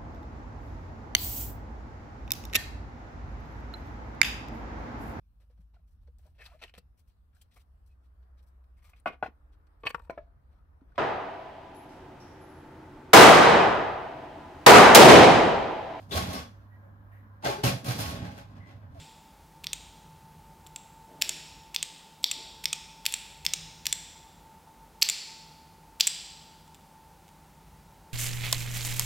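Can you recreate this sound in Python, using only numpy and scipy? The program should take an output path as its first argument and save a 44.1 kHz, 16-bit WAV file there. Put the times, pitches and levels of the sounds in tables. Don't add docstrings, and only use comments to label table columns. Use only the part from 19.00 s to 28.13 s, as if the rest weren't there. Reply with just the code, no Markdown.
import sys
import numpy as np
from scipy import signal
from scipy.fft import rfft, irfft
from scipy.io import wavfile

SR = 44100
rng = np.random.default_rng(int(sys.argv[2]) if len(sys.argv) > 2 else 0)


def volts_from_decibels(level):
    exponent = np.asarray(level, float) / 20
    return 10 ** exponent


def store_pcm(level_fs):
    pcm = np.round(np.clip(level_fs, -1, 1) * 32767).astype(np.int16)
    wavfile.write(sys.argv[1], SR, np.atleast_2d(pcm).T)


N = 402633
LEAD = 13230
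HZ = np.fft.rfftfreq(2048, 1 / SR)


def keys():
    # start_s, housing_db, board_db, stem_mode_hz, cap_db
    bottom_outs = [(0.669, -9.5, -7.5, 4840, -11), (2.2217, 0.5, -3, 5570, -2.5),
                   (2.7621, -3.5, -5.5, 5130, -10), (3.242, 2.5, -11.5, 4540, -8.5),
                   (3.6562, -2, -4, 5300, -7.5), (4.0636, -2, -4, 5230, -0.5), (4.4643, 0, -7.5, 5220, -8),
                   (4.8674, -5, -4, 5770, -1), (7.0076, 5.5, -10, 4340, -15)]
    # start_s, housing_db, stem_mode_hz, cap_db
    glances = [(4.8684, -19, 5510, 0.5), (6.0224, -2, 4350, -9.5), (6.0261, -3.5, 4330, -6.5),
               (6.0283, -12.5, 5560, 12), (7.0089, -8, 4310, 6), (7.0111, -12.5, 5700, -2.5)]
    # start_s, housing_db, cap_db, board_push_db
    top_outs = [(0.7318, -10, 5, -0.5), (1.7608, -20, 6.5, 0.5), (2.2922, -13.5, 9, 1),
                (2.2936, -14, 10.5, -3), (2.8277, -8.5, 5, 1), (2.8287, -13, -10, -8),
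                (3.3132, -10, 4.5, 0.5), (3.3156, -15, 7.5, 0), (3.7296, -6.5, 1.5, -2.5),
                (3.7311, -6, -7, -4), (4.1397, -6.5, 4, -1.5), (4.1412, -36, -2, 3), (4.5362, -4, 3, -3),
                (4.5384, -7, -5.5, -5), (4.9268, -5.5, 7.5, -1.5), (6.0885, -7.5, 6.5, -0.5),
                (6.0899, -17, 9, -0.5), (6.0981, -10, 10.5, 0), (6.0995, -15.5, 10, -3),
                (7.0705, -11.5, 15, 2), (7.0745, -7, 9.5, -1.5)]
    # start_s, housing_db, cap_db
    fidgets = [(0.6463, -25, -9), (1.6653, -32, -6), (1.67, -39.5, 9.5), (2.7515, -25, 0),
               (3.2293, -38.5, 7), (3.2337, -34, 6), (4.1239, -24.5, 9.5), (6.0152, -26, 7),
               (6.0182, -24, 8), (7.6784, -43.5, -2), (7.7457, -36.5, 3), (7.7517, -43, 1),
               (7.8097, -47, -1), (8.2807, -43, 0), (8.2897, -43, 0), (0.6375, -32, -6)]
    # start_s, housing_db, board_db, stem_db, stem_mode_hz, cap_db
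    earlier = [(-.19, -9, 3.5, 1.5, 4800, -10), (-.12, -6, -8.5, -1.4, 5500, 4)]
    square_stem_db, askew_stem_db, askew_board_db = 1.7, 10.5, -0.5

    square = [(s, db, board_db, square_stem_db, hz, cap_db)
              for s, db, board_db, hz, cap_db in bottom_outs]
    askew = [(s, db, askew_board_db, askew_stem_db, hz, cap_db) for s, db, hz, cap_db in glances]
    down = knocks(square, rattle_db=-21, rattle_s=.002, tick_db=-2.5, thud_db=-23, free=0.64)
    down += knocks(askew, rattle_db=-17.5, rattle_s=.002, tick_db=-2, thud_db=-16.5, free=0.8)
    up = knocks(loose(top_outs), rattle_db=-15, rattle_s=.0021, tick_db=-14.5, thud_db=-20.5, free=1.0)
    light = landings() + loose(fidgets)
    touch = knocks(light, rattle_db=-11, rattle_s=.0015, tick_db=-5, thud_db=-18.5, free=.9)
    before = knocks(earlier, rattle_db=-42, rattle_s=0.0018, tick_db=-16, thud_db=-18, free=0.55)
    return volts_from_decibels(0.44) * (down + up) + volts_from_decibels(2.0) * touch + before


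def loose(rows):
    knock_rows = []
    for s, db, cap_db, *push_db in rows:
        board_db = -3.5 + 0.28 * cap_db + sum(push_db)
        stem_db = -4 + 0.44 * cap_db
        knock_rows.append((s, db, board_db, stem_db, 5720, cap_db))
    return knock_rows


def landings():
    # start_s, housing_db, graze_db, settle_db
    touches = [(0.6419, -26, -22, -16), (2.216, -18, -6, -11), (2.7461, -23, -6, -0.5),
               (3.6407, -26, -4, -1), (4.0548, -19.5, -16, -7), (4.451, -23, -8, -6),
               (4.8558, -21, -16, -4), (7.0008, -19, -7, -5)]
    # board_db, stem_db, stem_mode_hz, cap_db
    graze, contact, settle = [
        (-1, -5.5, 4350, 0.5),
        (7, 5, 12000, 3),
        (1, 4, 5600, 4),
    ]
    graze_s, settle_s = .0026, .0019
    knock_rows = []
    for s, db, graze_db, settle_db in touches:
        knock_rows.append((s - graze_s, db + graze_db, *graze))
        knock_rows.append((s, db, *contact))
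        knock_rows.append((s + settle_s, db + settle_db, *settle))
    return knock_rows


def knocks(rows, rattle_db, rattle_s, tick_db, thud_db, free):
    # mode_hz, level_db, t60_s
    housing = [(3150, -8, .008), (3430, -0.5, 0.016), (3790, -5.5, .008)]
    board = [(1750, -13, .014), (2237, -4, 0.012), (2595, 0.5, 0.01), (2930, -2, 0.0046)]
    stem = [(4210, -2.5, .011), (4480, -3, 0.0087), (4800, -3.5, 0.0074), (5170, -5.5, .008),
            (5590, -2, .016), (6170, -9.5, .007)]
    left_cap = [(6800, -12, .007), (7350, -6.5, .011), (7626, -1.5, .02), (8400, -13, .01),
                (9200, -17.5, .007)]
    right_cap = [(6500, -4.5, 0.0063), (7000, -5, 0.0087), (7450, -2.5, .012), (8000, -5, .01),
                 (8600, -1.5, .016)]
    tick = [(9900, -6.5, .004), (11080, -3, .006), (12000, 0, .007), (12700, -0.5, .005),
            (13620, -3.5, .005), (14800, -4, 0.0048), (16000, -9, 0.0033)]
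    jolt = [(449, -4.5, .003), (1000, 0, 0.0053), (1280, 1, .006)]
    right_strokes = [.7, 2.79, 3.69, 4.49, 8.28]
    stroke_reach_s = .08

    out = np.zeros(LEAD + N + 2000)
    t = np.arange(260) / SR
    chances = rng.standard_normal((len(rows), 320))
    for (s, db, board_db, stem_db, stem_hz, cap_db), luck in zip(rows, chances):
        blow = volts_from_decibels(rattle_db) * luck[60:] * np.exp(-(t / rattle_s) ** 2)
        blow[0] = -1
        is_right = min(abs(s - np.array(right_strokes))) < stroke_reach_s
        cap = right_cap if is_right else left_cap
        power = ring(housing, 0, luck, free)
        power += ring(board, board_db, luck[10:], free)
        power += ring(stem + [(stem_hz, 3, .015)], stem_db, luck[20:], free)
        power += ring(cap, cap_db, luck[30:], free)
        power += ring(tick, cap_db + tick_db, luck[40:], free)
        power += ring(jolt, thud_db, luck[50:], 0.89)
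        power_heard = power / (abs(rfft(blow, 2048)) + .2) ** 1.3
        sound = np.convolve(blow, causal(power_heard))
        at = LEAD + round(s * SR) + 6
        out[at:at + len(sound)] += volts_from_decibels(db) * np.sqrt(power.sum()) * sound / np.linalg.norm(sound)
    return out


def ring(modes, db, luck, free):
    hz, mode_db, t60 = np.transpose(modes)[:, :, None]
    luck = luck[:len(modes), None]
    load = volts_from_decibels(mode_db + 2.5 * luck)
    detuned_hz = hz * (1 + .008 * luck[::-1])
    off = (HZ - detuned_hz) * free * t60 / 1.1
    power = (load ** 2 / (1 + off ** 2)).sum(0)
    power /= 1 + (.9 * hz.min() / (HZ + 1)) ** 10 + (HZ / (1.08 * hz.max())) ** 14
    return volts_from_decibels(db) ** 2 * power / power.sum()


def causal(power):
    cepstrum = irfft(.5 * np.log(power + 1e-12 * power.max()))
    cepstrum[1:1024] *= 2
    cepstrum[1025:] = 0
    return irfft(np.exp(rfft(cepstrum)))[:1200]


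def room(x):
    # delay_s, level_db
    echoes = [(.004, -20), (.008, -25), (.0217, -27), (.0257, -27), (.0282, -28), (.0322, -29)]
    # time_s, level_db
    facing = [(.7, 0), (1.7, 2), (2.25, 1.4), (2.799, -0.5), (3.28, 2), (3.7, -0.5), (4.1, 0.9),
              (4.5, -0.1), (4.9, 0.8), (6.05, 1.45), (7.04, 1)]
    # band_hz, t60_s
    tail_t60 = [(1000, .9), (2600, 1.2), (5000, 1.12), (7600, 1.0), (10000, .8), (12500, .65), (16000, .5)]
    # band_hz, level_db
    tail_energy = [(1000, -9.5), (1800, -7), (2500, -10.5), (3500, -10.5), (5000, -11), (7600, -14),
                   (10000, -12.5), (13000, -19.5), (16000, -16)]

    out = x.copy()
    t_out = np.arange(len(x)) / SR
    outward = x * volts_from_decibels(np.interp((np.arange(len(x)) - LEAD) / SR, *np.transpose(facing)))
    for s, db in echoes:
        delay = round(s * SR)
        out[delay:] += volts_from_decibels(db) * x[:-delay]
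    for k in range(3):
        hz, t, z = signal.stft(rng.standard_normal(int(1.5 * SR)), SR, nperseg=256)
        onset = np.clip((t - .006) / 0.0062, 0, 1)
        decay = volts_from_decibels(-60 * t / read(tail_t60, hz)[:, None]) * onset
        decay *= volts_from_decibels(read(tail_energy, hz))[:, None] / np.sqrt((decay ** 2).sum(1, keepdims=True) * 128)
        tail = signal.istft(z * decay, SR, nperseg=256)[1]
        share = np.sqrt(2 / 3) * np.cos(np.pi * (t_out * 160 + k / 3))
        out += signal.fftconvolve(outward * share, tail)[:len(x)]
    return out[LEAD:LEAD + N]


def fan():
    # time_s, pitch_hz, level_db
    whine = [(0.0, 887.6, -61), (1.4, 889.5, -60), (1.63, 889.6, -57.5), (3.99, 889.1, -58.5),
             (4.65, 889.4, -63), (5.92, 890.6, -55), (6.18, 889.7, -66), (6.31, 889.0, -55.5),
             (6.79, 888.3, -64), (8.11, 886.9, -60), (8.14, 888.1, -69.5), (9.13, 886.5, -63.5)]
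    # pitch_hz, width_hz, level_db
    hum_modes = [(178, 14, -75), (781, 8, -72.5), (843, 12, -70), (912.7, 8, -71), (960, 14, -78)]
    pitch = curve(whine, 1)
    line = np.sqrt(2) * np.cos(2 * np.pi * np.cumsum(pitch) / SR)
    fuzz = evened(resonate(rng.standard_normal(N), pitch, 5.2))
    hums = sum(volts_from_decibels(db) * evened(resonate(rng.standard_normal(N), hz, w)) for hz, w, db in hum_modes)
    return volts_from_decibels(curve(whine, 2)) * (0.84 * line + 0.55 * fuzz) + hums


def rumble():
    # mode_hz, width_hz, level_db
    low_modes = [(37.8, 11, -3), (50.6, 4.2, 5.5), (75, 25, 5), (90.4, 6.4, -8), (118.5, 2.7, -8)]
    # time_s, level_db
    traffic = [(0.0, -47.5), (0.07, -60.5), (1.14, -53.5), (2.26, -59.5), (2.54, -55.5), (2.97, -65),
               (3.51, -60.5), (3.61, -57.5), (4.22, -60.5), (4.47, -53.5), (5.77, -60), (5.8, -57),
               (6.05, -66), (6.89, -55.5), (7.02, -61.5), (8.57, -57), (8.8, -54), (9.13, -57.5)]
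    low = np.zeros(N)
    for hz, width, db in low_modes:
        narrow = resonate(rng.standard_normal(N), hz, width)
        low += volts_from_decibels(db) * evened(resonate(narrow, hz, 2 * width))
    drone = evened(resonate(rng.standard_normal(N), 156, 13))
    return volts_from_decibels(curve(traffic, 1)) * (volts_from_decibels(-3.5) * evened(low) + volts_from_decibels(-4) * drone)


def scrape():
    # start_s, hold_s, level_db
    drags = [(2.06, 0.18, -56), (3.31, .03, -58), (5.27, 0.14, -69.5)]
    # mode_hz, width_hz, level_db
    floor_modes = [(282.4, 33, 10), (356.2, 6.6, 9), (452, 13, 8), (583.4, 28, 5.5), (636, 20, 5)]
    rise_s, fade_db_per_s = .05, 55
    rough = rng.standard_normal(N)
    tone = evened(sum(volts_from_decibels(db) * evened(resonate(rough, hz, w)) for hz, w, db in floor_modes))
    t = np.arange(N) / SR
    level = np.zeros(N)
    for s, hold, db in drags:
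        rise = np.clip((t - s) / rise_s, 0, 1)
        fading_s = np.maximum(t - s - rise_s - hold, 0)
        level += rise * volts_from_decibels(db - fade_db_per_s * fading_s)
    return tone * level


def hiss():
    # band_hz, level_db (per Hz)
    noise_floor = [(65, -37.5), (110, -17.5), (164, -2.5), (244, -6.5), (682, -12), (877, -6.5),
                   (1150, -14.5), (1390, -14), (1580, -17.5), (2960, -21.5), (3800, -22.5), (15200, -27),
                   (16500, -28)]
    hz = np.fft.rfftfreq(N, 1 / SR)
    z = rfft(rng.standard_normal(N)) * volts_from_decibels(read(noise_floor, hz))
    return volts_from_decibels(-63.5) * irfft(z, N) / np.std(irfft(z * (hz > 1200), N))


def evened(x):
    return x / np.sqrt(np.mean(x ** 2) + 1e-20)


def read(points, hz):
    f, value = np.transpose(points)
    return np.interp(np.log(hz + 1), np.log(f + 1), value)


def curve(rows, column):
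    rows = np.array(rows)
    return np.interp(np.arange(N) / SR, rows[:, 0], rows[:, column])


def resonate(x, hz, width):
    turn = np.exp(2j * np.pi * np.cumsum(hz * np.ones(len(x))) / SR)
    r = np.exp(-np.pi * width / SR)
    return 2 * (turn * signal.lfilter([1 - r], [1, -r], x / turn)).real


def scene():
    mono = room(keys()) + hiss() + fan() + rumble() + scrape()
    return np.array([mono, mono])


def roll_off(x):
    return signal.sosfilt(signal.butter(12, 16970, fs=SR, output="sos"), x)


def record(dry):
    unequal = volts_from_decibels(-82) * rng.standard_normal(N)
    unequal += volts_from_decibels(-79) * evened(resonate(rng.standard_normal(N), 60, 200))
    unequal += volts_from_decibels(-40) * np.diff(dry[0], 2, prepend=[0, 0])
    rounded = .85 * np.tanh(dry / .85)
    pair = rounded + unequal * np.array([[1], [-1]])
    band_limit = signal.firwin(127, 16300, window=("kaiser", 8), fs=SR)
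    pair = signal.oaconvolve(pair, band_limit[None], "same")
    return roll_off(pair)


dry = scene()
out = record(dry)
store_pcm(out)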